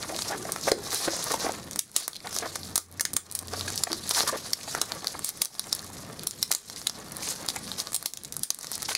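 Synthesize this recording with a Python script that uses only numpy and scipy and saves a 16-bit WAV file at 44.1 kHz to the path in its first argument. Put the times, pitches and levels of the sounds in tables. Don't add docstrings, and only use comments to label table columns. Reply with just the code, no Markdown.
import sys
import numpy as np
from scipy import signal
from scipy.fft import rfft, irfft
from scipy.io import wavfile
from scipy.ndimage import uniform_filter1d, minimum_filter1d

SR = 44100
rng = np.random.default_rng(int(sys.argv[2]) if len(sys.argv) > 2 else 0)


def pcm_store(signal):
    levels = np.round(np.clip(np.atleast_2d(signal), -1, 1) * 32767)
    wavfile.write(sys.argv[1], SR, levels.astype(np.int16).T)


N = 395577
TIME_S = np.arange(N) / SR
BOTTOM_HZ, TOP_HZ = 38, 15600
SLIPS_PER_S, SLIP_SPREAD_DB = 10000, 2.3
CRINKLE, RUBBING = 1, 2

# time_s, level_db
RUMBLE_LEVELS = [(0.0, -45.5), (0.59, -44.5), (0.7, -43), (0.79, -42), (0.98, -51), (1.08, -48),
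                 (1.19, -45.5), (1.77, -43.5), (1.82, -48), (2.26, -51.5), (2.75, -44.5), (2.81, -61),
                 (2.98, -49.5), (3.1, -45), (3.15, -38.5), (3.2, -54.5), (3.53, -46), (3.86, -46),
                 (4.07, -45.5), (4.16, -57), (4.26, -46.5), (4.57, -51.5), (4.78, -44), (4.87, -53),
                 (4.98, -44), (5.1, -54), (5.21, -43), (5.31, -54), (5.41, -46), (5.46, -54), (6.11, -44.5),
                 (6.52, -49.5), (6.6, -55), (6.78, -52.5), (7.22, -45), (7.32, -49), (7.74, -43),
                 (7.83, -56), (7.89, -50), (8.09, -53), (8.4, -47), (8.53, -56), (8.89, -47), (8.97, -53)]
# time_s, level_db
HUM_LEVELS = [(0, -59), (2.2, -59), (2.6, -46), (3.3, -49.5), (3.65, -37), (3.85, -51.5), (5.6, -69),
              (5.9, -47), (6.3, -70), (8.97, -74)]
# time_s, crinkle_db, rubbing_db
HAND_WORK = [(0, -40.5, -42.5), (.55, -43.5, -41.5), (.8, -48, -44.5), (1.3, -37, -38.5),
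             (1.65, -49.5, -46.5), (1.9, -46.5, -52), (2.2, -50, -52), (2.4, -43, -44.5), (2.7, -47, -48.5),
             (2.85, -57, -56.5), (3.3, -50, -48), (3.45, -54, -50), (3.65, -40, -43), (4.4, -40.5, -48.5),
             (5.0, -47, -44), (5.55, -44, -50), (6.1, -49, -44), (6.6, -48.5, -56), (7.05, -49, -45),
             (7.6, -43, -44), (8.3, -53.5, -55), (8.97, -43, -46)]
# peak_s, half_length_s, crinkle_db, rubbing_db
# at 2.015 s a hissing tail after the loud crack; the rest are grips
SWELLS = [(0.235, 0.13, -41, -66), (0.677, 0.029, -38, -33.5), (0.93, 0.084, -35, -40),
          (1.047, 0.042, -33.5, -33), (1.32, 0.022, -41, -30.5), (1.459, 0.074, -40, -34),
          (2.015, 0.052, -28.5, -38), (2.364, 0.06, -39, -42), (3.572, 0.057, -39.5, -44.5),
          (4.176, 0.075, -30.5, -38.5), (4.718, 0.066, -37.5, -52), (6.837, 0.098, -48, -62.5),
          (7.288, 0.074, -33.5, -48), (7.798, 0.012, -35, -44), (8.73, 0.026, -37, -58),
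          (8.923, 0.017, -33, -60)]
# start_s, level_db, pitch_hz, knock_db, splinters_db
SHELL_CRACKS = [(0.0283, -27.5, 4530, -15, -7), (0.1638, -26, 5130, -16, 0), (0.1904, -24, 3850, 1, -21),
                (0.2215, -20, 4670, -11, -14), (0.5617, -25.5, 5230, 4.5, 2), (0.6123, -29, 7000, -14, -6),
                (0.521, -9, 8650, -27, -24), (0.7176, -4.5, 4900, -10, 0), (0.9064, -26, 5800, -20, -9),
                (0.9301, -24.5, 8650, 1.5, 4), (0.946, -16, 9150, -19, -5), (1.242, -19, 10200, -28, -11),
                (1.273, -29, 5000, 3, -2), (1.3058, -31, 5240, 5, -5), (1.3198, -18.5, 6400, -22, -12),
                (1.521, -26.5, 6500, -12, 0), (1.7114, -25.5, 6060, -27, 0), (1.7325, -28, 6200, -17, -9),
                (1.7598, -24.5, 9400, -2.5, 10.5), (1.792, 8, 9200, -27, 3), (1.916, -28, 9000, -20, -10),
                (1.9638, 11, 7800, -12, 5.5), (2.0799, -5.5, 11100, -8.5, -1.5), (2.132, -31, 4230, -3, 6),
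                (2.1455, -33, 4400, -20, -7), (2.154, -32, 4400, -9, -3), (2.158, -28, 4240, -19, 5),
                (2.165, -26, 4280, -27, 2), (2.2717, -28.5, 4000, 0.5, -6), (2.328, -29, 5340, -2, -6),
                (2.3445, -28, 8500, -17, -4), (2.351, -28, 5070, -17, -8), (2.3645, -20, 5700, -4.5, -15),
                (2.3869, -16, 6360, -32, -21), (2.5583, -30.5, 7000, 7.5, -12), (2.7571, 1, 9000, -18, 3),
                (2.761, -4, 9200, -13.5, 1), (2.7786, 3.5, 7750, -11.5, 1), (2.9145, -35, 11500, -25, -15),
                (2.9256, -35, 10400, -27, -21), (2.997, -22.5, 7000, -18, 6),
                (2.9967, -26.5, 1760, -17, -5), (3.0091, 2, 9400, -15.5, 2.5),
                (3.0134, -10, 8900, -20, -11), (3.0527, -3, 6650, -22, -7), (3.134, -17, 9300, -12.5, -14),
                (3.1378, -17, 9400, -21, -12), (3.166, 3.5, 8400, -13, 6), (3.314, -22, 9500, -21, -15),
                (3.324, -23, 9300, -18, -21), (3.352, -3, 10200, -32, -16), (3.3906, -22, 8300, -35, 7),
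                (3.413, -39, 10000, -22, -9), (3.426, -34, 9500, -11, -4), (3.473, -33, 10000, -22, -8),
                (3.483, -30.5, 4850, -13, -12), (3.536, -27, 5500, -4, -4), (3.6103, -22, 3970, -7, -22),
                (3.6786, -31.5, 2310, 4.5, -6), (3.7033, -24, 6860, -6, -12), (3.7587, -22, 8950, -23, -8),
                (3.7775, -23, 5300, -16, 5), (3.7822, -29, 5340, -24, -11), (3.9183, -18.5, 4400, -7, -14),
                (3.9304, -15.5, 4730, -3.5, -5), (4.093, -10, 9800, -35, -9), (4.11, -16, 4100, -3, -8),
                (4.1483, -18, 4240, -25, -8), (4.2002, -17, 4500, -20, -12), (4.2061, -11.5, 4180, -2, -15),
                (4.2335, -25, 5000, 0, -10), (4.2758, -19.5, 6860, -2, -11), (4.7502, -22, 6300, 6.5, -6),
                (4.8153, -10, 5440, -8, 4), (4.9201, -25, 4300, 2, 3), (5.045, -26.5, 4740, 1.5, -4),
                (5.081, -25, 5400, -24, -6), (5.1926, -28, 9900, -1, 7), (5.2465, 1, 8850, -24, -27),
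                (5.2912, -9, 11000, -19, -7), (5.4186, 3.5, 10700, -18, 8), (5.422, 3.5, 9600, -19.5, -15),
                (5.4492, -7, 10500, -23, -13), (5.456, -7.5, 5840, -16, -3), (5.5516, -35, 4800, 3, 7),
                (5.7504, -19, 11000, -28, -20), (5.793, -28, 4530, -10, -17), (6.1945, -29, 4570, -19, -17),
                (6.2345, -27, 11600, -33, -1), (6.2715, 1, 10500, -20, -15), (6.272, -11, 5400, -17, -11),
                (6.31, -17.5, 7000, -24, -19), (6.428, -2.5, 5660, -18.5, 0), (6.43, -7, 11800, -21, -8),
                (6.5153, -3, 8850, -6, 14), (6.5245, -4, 5900, -14, 3), (6.537, -11, 7000, -14, -1),
                (6.5496, 1.5, 6900, -18, -6), (6.699, -30, 5500, -2.5, 5.5), (6.762, -29.5, 4970, -14, -11),
                (6.816, -34.5, 5170, 0, 2), (6.897, -18.5, 5070, -7, -4), (7.1205, -26.5, 10300, -18, -20),
                (7.1683, -25, 10800, -16, 4), (7.288, -27, 6260, -13, 10.5), (7.463, -27, 9500, -13, -4),
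                (7.4873, -14, 4900, -9, -22), (7.5021, -24, 4200, -27, -21), (7.562, -33, 7040, -11, 15),
                (7.7167, -26, 4070, -4, 4), (7.8017, -18.5, 5160, -18, -11), (7.8714, -26, 4550, -3.5, -23),
                (7.9207, -29, 8500, -4, -6), (7.932, -25.5, 8000, -9, 6), (7.9452, 0.5, 9200, -25, -4.5),
                (7.952, -9, 9500, -20, -5), (7.9634, -11, 9000, -17, 1), (8.0267, -24.5, 10800, -5, 4),
                (8.0597, -3, 4350, -15.5, -17), (8.0599, 4, 11000, -22, -15),
                (8.1366, -15, 7150, -19.5, -6), (8.1727, -21, 6550, -33, 6), (8.2358, -27, 10200, -21, -7),
                (8.249, -27, 7000, -22, -14), (8.2533, -30, 6270, -25, -7), (8.3242, -22.5, 9700, -19, 1),
                (8.3417, -32, 11000, -14, -3), (8.611, -28.5, 5800, -9, -1), (8.6305, -28, 8050, -22, -8),
                (8.3666, -22, 10000, -12, 7.5), (8.394, -26, 10000, -22, -18), (8.4341, 3, 9200, -26, -1.5),
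                (8.5464, -18, 9500, -27, -16), (8.5884, -24, 9900, -11, 4), (8.6446, -30, 4320, 0.5, 7),
                (8.6699, -26.5, 5400, -31, -16), (8.7168, -20, 9550, -9.5, -5),
                (8.7545, -20, 9700, -21, -6), (8.7797, -27, 9000, -6.5, -6),
                (8.8215, -32.5, 6700, -3.5, 13), (8.8285, -27.5, 9100, -4, 12),
                (8.951, -4.5, 4670, -18, -17), (8.9513, -16, 2500, -36, -23)]
# start_s, length_s, level_db, pocket_hz
FLESH_SQUELCHES = [(0.029, 0.02, -36.5, 1290), (0.095, 0.02, -34, 667), (0.3, 0.053, -28.5, 840),
                   (0.451, 0.0041, -26.5, 690), (0.488, 0.0093, -28, 645), (0.67, 0.0036, -21, 517),
                   (0.6776, 0.0024, -17, 605), (0.682, 0.0037, -20, 990), (0.7162, 0.0024, -4.5, 574),
                   (1.075, 0.013, -22.5, 614), (1.257, .02, -34, 1060), (1.3385, 0.007, -22.5, 586),
                   (1.44, 0.02, -24.5, 514), (1.463, 0.0065, -20.5, 860), (1.495, 0.0033, -25, 675),
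                   (2.244, 0.032, -35, 840), (2.422, 0.046, -30, 715), (3.53, .02, -29.5, 720),
                   (3.675, .0046, -41, 1390), (3.87, 0.0061, -20.5, 860), (3.901, 0.012, -24.5, 417),
                   (4.159, 0.039, -29, 950), (4.228, 0.01, -27, 570), (4.266, 0.038, -28.5, 1160),
                   (4.323, 0.039, -26.5, 600), (4.676, 0.0088, -32, 890), (4.746, 0.008, -31, 1240),
                   (4.77, 0.019, -34, 1180), (4.902, 0.023, -41.5, 1140), (5.141, 0.016, -33.5, 820),
                   (7.559, .012, -33, 900), (8.887, 0.0047, -25.5, 990), (8.896, 0.027, -36.5, 1120)]
# start_s, length_s, level_db, pitch_hz
SAUCE_SLOSHES = [(0.069, 0.11, -42, 343), (0.091, 0.07, -40, 660), (0.328, 0.14, -41, 366),
                 (0.435, 0.077, -46, 637), (0.737, 0.06, -46, 390)]
# start_s, length_s, level_db, hiss_hz
GLOVE_SKIDS = [(0.605, 0.1, -36.5, 6300), (1.005, 0.076, -37.5, 4730), (1.094, 0.094, -34, 6400),
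               (1.163, 0.078, -36, 6540), (1.245, 0.065, -41, 6340), (1.384, 0.093, -36, 6040),
               (8.731, 0.038, -37, 5800), (8.845, 0.02, -33.5, 5430)]
# start_s, length_s, level_db
SHELL_TEARS = [(0.669, 0.036, -31), (0.92, 0.083, -33), (1.31, 0.024, -32), (1.336, 0.0095, -27),
               (1.961, 0.059, -22.5), (2.554, 0.0089, -27), (4.1, 0.018, -25), (4.164, 0.038, -25),
               (4.272, 0.029, -25), (5.246, 0.067, -28), (6.418, 0.011, -40), (6.508, 0.028, -25),
               (7.479, 0.034, -33), (7.773, 0.057, -33), (8.877, 0.039, -30.5)]
# start_s, level_db, pitch_hz, decay_cycles
# at 0.719 s the tray's hollow ring after the knock; the rest are plops of air in the meat
LOW_TONES = [(.6768, -10.5, 560, 1.2), (.6845, -12.5, 630, 2.7), (.7172, 0, 447, 1.3), (.719, -31, 395, 11),
             (1.0765, -15.5, 368, 2), (1.0825, -15.5, 704, 1.5), (1.133, -26, 660, 2.3),
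             (1.3395, -16.5, 975, 6.2), (1.4465, -21.5, 467, 2.6), (1.4645, -19, 710, 2.5),
             (1.4937, -11.5, 710, 1.24), (3.913, -24, 358, 4.2), (4.3475, -24, 624, 1.7),
             (6.5075, -19.5, 810, 1.4)]
# start_s, length_s, level_db, pitch_hz
SHELL_BUCKLES = [(0.685, 0.0047, -31, 2200), (1.963, 0.0016, -10, 2900), (3.052, 0.0011, -15.5, 1690),
                 (3.679, 0.0029, -29, 1690), (5.4176, 0.0028, -16, 3020), (6.5147, 0.0053, -18.5, 2110),
                 (6.52, .002, -35, 2700), (6.868, 0.0012, -29, 2780), (7.561, 0.0081, -38, 2100),
                 (8.891, 0.0027, -28, 2620), (8.914, 0.009, -34.5, 1640)]
# start_s, level_db, mode1_hz, mode2_hz, mode3_hz, step_db, decay_s
SEGMENT_PINGS = [(3.8362, 0, 5100, 9700, 7150, 0, 0.0006), (4.533, -2.5, 5300, 6400, 10000, -14, 0.00036),
                 (5.071, -14.5, 4340, 5650, 1790, -14, 0.00034),
                 (5.595, -10.5, 5000, 9600, 11000, -2, 0.00027),
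                 (5.728, -5.5, 5160, 7350, 10700, -13, 0.00045),
                 (6.8705, -4, 4080, 6760, 8740, -4.5, 0.00039),
                 (8.5043, 1.5, 6100, 9600, 5000, -2.5, 0.00043)]
# pitch_hz, width_hz, level_db
HOLLOW_MODES = [(413, 84, -9), (705, 44, 3.5), (924, 95, 8), (1198, 130, 13), (1790, 480, 8)]
# delay_s, level_db
EARLY_ECHOES = [(.0011, -57), (.0028, -18.5), (.0037, -36)]
# freq_hz, gain_db
RUMBLE_SPECTRUM = [(20, -10), (50, -7), (85, -1), (140, 2), (220, 1.5), (330, -4.5), (600, -15),
                   (1500, -36)]
AIR_SPECTRUM = [(20, 21.5), (90, 4), (200, -14), (600, -34), (1500, -0.5), (3000, -6), (5000, -33),
                (10000, -18), (16000, -35)]
GLOVE_SPECTRUM = [(800, -16), (2000, -8.5), (2900, -5), (3600, -1), (4300, 3), (6200, 5), (7600, 2),
                  (9600, 1.5), (12000, -0.5), (13500, -6), (16000, -9)]
WET_SPECTRUM = [(50, -21), (150, -11), (380, 6), (650, 5), (850, 3.5), (1150, 2), (1500, -8.5),
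                (2100, -11.5), (3000, -11), (6000, -19)]
SHELL_SPECTRUM = [(200, -36.5), (600, -1), (1800, -6), (2900, -6), (4200, 3), (6000, 7.5), (7500, 6.5),
                  (9500, 10.5), (12000, 4.5), (16000, 8)]
WALL_SPECTRUM = [(100, -29), (400, -6.5), (1500, 10), (3000, 7), (6000, 2.5), (9000, 6.5), (12000, -4),
                 (16000, 3)]
MIC_SPECTRUM = [(200, -1.5), (1000, -1), (1600, 5), (2150, 4.5), (2850, 0), (3800, 5), (8000, 0.5),
                (11000, 1.5), (15000, -5.5)]


def undb(db):
    return 10 ** (np.asarray(db) / 20)


def unit_rms(x):
    return x / np.sqrt(np.mean(x ** 2) + 1e-20)


def unit_energy(x):
    return x / np.sqrt(np.sum(x ** 2) + 1e-20)


def curve(table, column=1):
    rows = np.array(table)
    return np.interp(TIME_S, rows[:, 0], rows[:, column])


def add(out, start_s, x):
    i = int(np.clip(start_s * SR, 0, N - 1))
    out[i:i + len(x)] += x[:N - i]


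def through(x, response):
    return signal.oaconvolve(x, response)[:len(x)]


def colour(spectrum, size=2048):
    hz, db = np.transpose(spectrum)
    bins_hz = np.arange(size // 2 + 1) * SR / size
    cepstrum = irfft(np.log(undb(np.interp(np.log(bins_hz + 1), np.log(hz), db))))
    cepstrum[1:size // 2] *= 2
    cepstrum[size // 2 + 1:] = 0
    return unit_energy(irfft(np.exp(rfft(cepstrum))))


def ring(hz, decay_s, glide=0, size=1024):
    t = np.arange(size) / SR
    pitch_hz = hz * (1 + glide * np.minimum(t / decay_s, 2))
    return unit_energy(np.exp(-t / decay_s) * np.sin(2 * np.pi * np.cumsum(pitch_hz) / SR))


def wander(steps_per_s):
    step = int(SR / steps_per_s)
    held = np.repeat(rng.standard_normal(N // step + 1), step)
    return unit_rms(uniform_filter1d(held, step)[:N])


def clicks(per_s, spread_db, size=N):
    chance, strength, side = rng.random(size), rng.standard_normal(size), rng.random(size)
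    height = undb(spread_db * np.minimum(strength, 2))
    typical = np.sqrt(np.mean(height[:2048] ** 2))
    return (chance < per_s / SR) * np.sign(side - .5) * height / typical * np.sqrt(SR / per_s)


def hollow():
    modes = (undb(db) * ring(hz, 1 / (np.pi * width_hz), size=2048) for hz, width_hz, db in HOLLOW_MODES)
    return unit_energy(sum(modes))


def small_source(x, cutoff_hz=304):
    return signal.sosfilt(signal.butter(2, cutoff_hz, "high", fs=SR, output="sos"), x)


def activity(column):
    power = undb(curve(HAND_WORK, column)) ** 2
    for peak_s, half_s, *levels_db in SWELLS:
        near = np.abs(TIME_S - peak_s) < 2 * half_s
        swell = np.exp(-2 * ((TIME_S[near] - peak_s) / half_s) ** 2)
        power[near] += undb(levels_db[column - 1]) ** 2 * swell
    return np.sqrt(power)


def background(hum_hz=89.8, hum_width_hz=7, air_db=-60):
    rumble, hum, air = rng.standard_normal((3, N))
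    rumble = through(rumble, colour(RUMBLE_SPECTRUM)) * undb(curve(RUMBLE_LEVELS) + 2.5)
    band_hz = [hum_hz - hum_width_hz / 2, hum_hz + hum_width_hz / 2]
    hum = signal.sosfilt(signal.butter(2, band_hz, "band", fs=SR, output="sos"), hum)
    hum_phase = np.angle(signal.hilbert(hum))
    hum = unit_rms(np.cos(hum_phase)) * undb(curve(HUM_LEVELS))
    return rumble + hum + undb(air_db) * through(air, colour(AIR_SPECTRUM))


def gloves(creases_per_s=90, crease_db=-6, crease_s=0.0031):
    work = activity(CRINKLE)
    slips = rfft(clicks(SLIPS_PER_S, SLIP_SPREAD_DB) * undb(-2 + 3 * wander(90)))
    bins_hz = np.arange(len(slips)) * SR / N
    edges_hz = [0, 3500, 4800, 6400, 8500, 11000, SR]
    slide, creases, t = np.zeros(N), np.zeros(N), np.arange(512) / SR
    for low_hz, high_hz in zip(edges_hz, edges_hz[1:]):
        patch = irfft(slips * ((bins_hz >= low_hz) & (bins_hz < high_hz)), N)
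        slide += patch * undb(2 * wander(40))
    pitches_hz = np.geomspace(4200, 11000, 12)
    each_per_s = creases_per_s / len(pitches_hz) * np.sqrt(unit_rms(work))
    for hz in pitches_hz:
        burst = rng.standard_normal(len(t)) * np.exp(-t / crease_s)
        scrunch = unit_energy(through(burst, np.diff(ring(hz, 0.00013))))
        creases += through(clicks(each_per_s, spread_db=4.5), scrunch) / np.sqrt(len(pitches_hz))
    return through(work * slide, colour(GLOVE_SPECTRUM)) + undb(crease_db) * work * creases


def flesh(pops_per_s=1400, hollow_db=-14, bubbles_per_s=70, bubble_db=-8, decay_cycles=2.95):
    work = activity(RUBBING)
    pops = clicks(pops_per_s, spread_db=5) * work * undb(-2.5 + 2.5 * wander(45))
    rubbing = through(pops, colour(WET_SPECTRUM)) + undb(hollow_db) * through(pops, hollow())
    bubbles, pitches_hz = np.zeros(N), np.geomspace(300, 800, 10)
    for hz in pitches_hz:
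        onsets = clicks(bubbles_per_s / len(pitches_hz), spread_db=6.4)
        bubbles += through(onsets, ring(hz, decay_cycles / hz, glide=0.14, size=2048))
    return rubbing + undb(bubble_db) * work * unit_rms(bubbles)


def unsticking(per_s=45, hz=9000, decay_s=0.00006):
    click = unit_energy(np.diff(ring(hz, decay_s), prepend=0))
    peel = through(clicks(per_s, spread_db=5), click)
    return undb(-53) * unit_rms(activity(CRINKLE)) ** 0.3 * peel


def chips(per_s=26, chip_hz=7000, chip_cycles=2.7, pop_hz=1050, pop_cycles=3.7, splinter_s=0.00087):
    out, shell, t = np.zeros(N), colour(SHELL_SPECTRUM), np.arange(1024) / SR
    work = unit_rms(activity(CRINKLE)) ** 0.65
    traits = rng.standard_normal((600, 5)).clip(-2, 2)
    starts_s = np.cumsum(rng.exponential(size=len(traits))) / per_s
    for start_s, (strength, pitch, spread, pocket, wetness) in zip(starts_s, traits):
        spray = clicks(6000, spread_db=4, size=len(t))
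        if start_s < TIME_S[-1]:
            hz, bubble_hz = chip_hz * 2 ** (0.4 * pitch), pop_hz * 2 ** (0.55 * pocket)
            plate = unit_energy(np.diff(ring(hz, chip_cycles / hz), prepend=0))
            pop = undb(-10 + 2.9 * wetness) * ring(bubble_hz, pop_cycles / bubble_hz, glide=0.14)
            chip = unit_energy(plate + shell[:len(t)] / 2) + pop
            spray *= np.exp(-t / (splinter_s * 2 ** (spread / 2)))
            splinters = undb(-1) * unit_energy(through(spray, chip))
            add(out, start_s, undb(-37 + 3 * strength) * work[int(start_s * SR)] * (chip + splinters))
    return out * np.sqrt(SR / 1000)


def cracks(decay_cycles=2.4, side_mode_db=-10, strain_s=0.0012, splinter_s=0.0013, knock_hz=1000):
    out, shell, size = np.zeros(N), colour(SHELL_SPECTRUM), 2048
    t, lead_s = np.arange(size) / SR, size / SR
    knock = unit_energy(ring(knock_hz, 0.00037, size=size) + undb(-5) * hollow())
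    for start_s, level_db, hz, knock_db, splinters_db in SHELL_CRACKS:
        decay_s = decay_cycles / hz
        plate = ring(min(hz, TOP_HZ), decay_s, size=size)
        for ratio in rng.uniform([.72, 1.12], [.88, 1.45]):
            plate += undb(side_mode_db) * ring(min(hz * ratio, TOP_HZ), decay_s, size=size)
        plate = unit_energy(np.diff(plate, prepend=0))
        lowpass = signal.butter(2, min(3.14 * hz, SR / 2 - 1000), fs=SR)
        snap = undb(-1 + 0.16 * min(level_db, 0)) * shell
        crack = unit_energy(signal.lfilter(*lowpass, plate + snap))
        shedding = clicks(9000, spread_db=2, size=size) * np.exp(-t / splinter_s)
        splinters = undb(splinters_db - 4) * unit_energy(through(shedding, crack + snap))
        build_up = clicks(9000, spread_db=6.9, size=size) * np.exp(-t[::-1] / strain_s)
        strain = unit_energy(through(build_up, crack + snap))
        add(out, start_s, undb(level_db) * (crack + splinters + undb(knock_db) * knock))
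        if start_s > lead_s:
            add(out, start_s - lead_s, undb(min(level_db, 0) - 21) * strain)
    return out * np.sqrt(SR / 1000)


def squelches(bubbles_per_s=1100, scatter_octaves=0.64, pop_cycles=1.1, pocket_cycles=2.6, fizz_hz=1700):
    out, body = np.zeros(N), hollow()
    for start_s, length_s, level_db, pocket_hz in FLESH_SQUELCHES:
        burst = np.zeros(int(length_s * SR) + 2048)
        count = int(np.clip(length_s * bubbles_per_s, 3, 60))
        for k, (place, pitch, strength) in enumerate(rng.standard_normal((60, 3))[:count]):
            i = int(length_s * SR * (k + place % 1) / count)
            hz = min(pocket_hz * 2 ** (scatter_octaves * pitch), TOP_HZ)
            pop = ring(hz, pop_cycles / hz, glide=0.25, size=2048)
            burst[i:i + len(pop)] += np.sign(place) * undb(4.7 * strength) * pop
        spit = clicks(3300, spread_db=0.69, size=len(burst)) * (np.arange(len(burst)) < length_s * SR)
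        fizz = undb(-9) * unit_energy(through(spit, ring(fizz_hz, 0.00014)))
        pocket = undb(-3.5) * unit_energy(through(burst, ring(pocket_hz, pocket_cycles / pocket_hz)))
        cavity = undb(-5) * unit_energy(through(burst, body))
        squelch = unit_energy(unit_energy(burst) + fizz + pocket + cavity)
        add(out, start_s, undb(level_db - 1) * np.sqrt(length_s * SR) * squelch)
    return small_source(out)


def sloshes(bubbles_per_s=80, decay_cycles=4, scatter_octaves=0.13):
    out = np.zeros(N)
    for start_s, length_s, level_db, pitch_hz in SAUCE_SLOSHES:
        count = int(np.clip(length_s * bubbles_per_s, 2, 16))
        for k, (place, pitch, strength) in enumerate(rng.standard_normal((16, 3))[:count]):
            hz = pitch_hz * 2 ** (scatter_octaves * pitch)
            bubble = ring(hz, decay_cycles / hz, glide=0.04, size=4096) * np.sqrt(length_s * SR / count)
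            add(out, start_s + length_s * (k + place % 1) / count, undb(level_db + 2 * strength) * bubble)
    return out


def skids(decay_s=0.00011):
    out = np.zeros(N)
    for start_s, length_s, level_db, hiss_hz in GLOVE_SKIDS:
        size = int(length_s * SR)
        slips = clicks(SLIPS_PER_S, SLIP_SPREAD_DB, size) * signal.windows.tukey(size, .7)
        film = through(slips, ring(hiss_hz, decay_s))
        add(out, start_s, undb(level_db - 2) * unit_rms(through(film, colour(GLOVE_SPECTRUM))))
    return out


def tears(fractures_per_s=4000):
    out = np.zeros(N)
    for start_s, length_s, level_db in SHELL_TEARS:
        size = int(length_s * SR)
        fractures = clicks(fractures_per_s, spread_db=4, size=size) * signal.windows.tukey(size, .5)
        add(out, start_s, undb(level_db - 2) * unit_rms(fractures))
    return through(out, unit_energy(colour(SHELL_SPECTRUM) + colour(GLOVE_SPECTRUM)))


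def plops_and_tray(sag=0.048, attack_s=0.0004):
    out, t = np.zeros(N), np.arange(2048) / SR
    for start_s, level_db, pitch_hz, decay_cycles in LOW_TONES:
        age = t * pitch_hz / decay_cycles
        envelope = np.exp(-age) * (1 - np.exp(-t / attack_s))
        hz = pitch_hz * (1 - sag * np.minimum(age, 2))
        tone = np.sqrt(2) * np.sin(2 * np.pi * np.cumsum(hz) / SR)
        add(out, start_s, undb(level_db) * envelope * tone)
    return out


def buckles(fractures_per_s=5000, decay_cycles=0.52, low_ratio=0.28, low_db=-4):
    out = np.zeros(N)
    for start_s, length_s, level_db, hz in SHELL_BUCKLES:
        size, low_hz = int(length_s * SR), hz * low_ratio
        fractures = clicks(fractures_per_s, spread_db=3, size=size) + .3 * rng.standard_normal(size)
        plate = ring(hz, decay_cycles / hz) + undb(low_db) * ring(low_hz, decay_cycles / low_hz)
        crunch = unit_energy(through(np.pad(fractures, (0, 1024)), np.diff(plate, prepend=0)))
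        add(out, start_s, undb(level_db) * np.sqrt(size) * crunch)
    return out


def pings(snap_db=-8, splinter_db=-4, splinter_s=0.0012, knock_db=-17, knock_hz=1200):
    out, shell, size = np.zeros(N), colour(SHELL_SPECTRUM), 2048
    t = np.arange(size) / SR
    knock = undb(knock_db) * unit_energy(ring(knock_hz, 0.00026, size=size) + hollow() / 2)
    for start_s, level_db, *modes_hz, step_db, decay_s in SEGMENT_PINGS:
        modes = sum(undb(k * step_db) * np.diff(ring(hz, decay_s, size=size), prepend=0) / hz
                    for k, hz in enumerate(modes_hz))
        ping = unit_energy(unit_energy(modes) + undb(snap_db) * shell)
        fractures = clicks(6000, spread_db=1.6, size=size) * np.exp(-t / splinter_s)
        splinters = undb(splinter_db) * unit_energy(through(fractures, ping + shell / 2))
        add(out, start_s, undb(level_db) * (ping + splinters + knock))
    return out * np.sqrt(SR / 1000)


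def room(x, tail_db=-15, t60_s=0.16, near_db=-16, near_s=0.0056, low_t60_s=0.23, low_hz=385, move_s=0.11):
    t, step = np.arange(SR // 3) / SR, int(move_s * SR)
    onset, scatter = 1 - np.exp(-t / 0.0018), np.zeros(N)
    for i in range(0, N, step):
        near, tail = rng.standard_normal((2, len(t))) * onset
        near = undb(near_db) * unit_energy(near * np.exp(-t / near_s))
        tail = undb(tail_db) * unit_energy(tail * undb(-60 * t / t60_s))
        add(scatter, i / SR, signal.fftconvolve(x[i:i + step], near + tail))
    low_tail = rng.standard_normal(len(t)) * onset * undb(-60 * t / low_t60_s)
    response = undb(-28) * unit_energy(through(low_tail, ring(low_hz, 0.0027)))
    response[0] += 1
    for delay_s, level_db in EARLY_ECHOES:
        response[int(delay_s * SR)] += undb(level_db)
    return through(x, response) + through(scatter, colour(WALL_SPECTRUM))


def gain_control(x, threshold_db=-9.5, max_duck_db=17, recovery_db_per_s=62, lookahead_s=0.00035):
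    power = np.maximum(uniform_filter1d(x ** 2, SR // 1000), 1e-12)
    over_db = np.clip(10 * np.log10(power) - threshold_db, 0, max_duck_db)
    recovered_db = recovery_db_per_s * TIME_S
    duck_db = np.maximum.accumulate(over_db + recovered_db) - recovered_db
    size = 2 * int(lookahead_s * SR) + 1
    return x * undb(uniform_filter1d(minimum_filter1d(-duck_db, size), size))


def scene():
    shell = small_source(cracks() + buckles() + tears() + chips() + unsticking())
    shielded_pings = room(small_source(pings()), tail_db=-21)
    sources = shell + squelches() + plops_and_tray() + sloshes() + flesh() + gloves() + skids()
    return (room(sources) + shielded_pings + background())[None]


def record(dry, ceiling=0.46, hold_s=0.00021, gain_db=-2):
    mic = undb(gain_db) * through(dry[0], colour(MIC_SPECTRUM))
    ducked = gain_control(mic)[None]
    size = 2 * int(hold_s * SR / 2) + 1
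    peak_gain = ceiling / np.maximum(np.abs(ducked), ceiling)
    limited = ducked * uniform_filter1d(minimum_filter1d(peak_gain, size), size)
    bass_cut = signal.sosfilt(signal.butter(1, BOTTOM_HZ, "high", fs=SR, output="sos"), limited)
    return signal.sosfilt(signal.ellip(8, .2, 70, TOP_HZ, fs=SR, output="sos"), bass_cut)


dry = scene()
out = record(dry)
pcm_store(out)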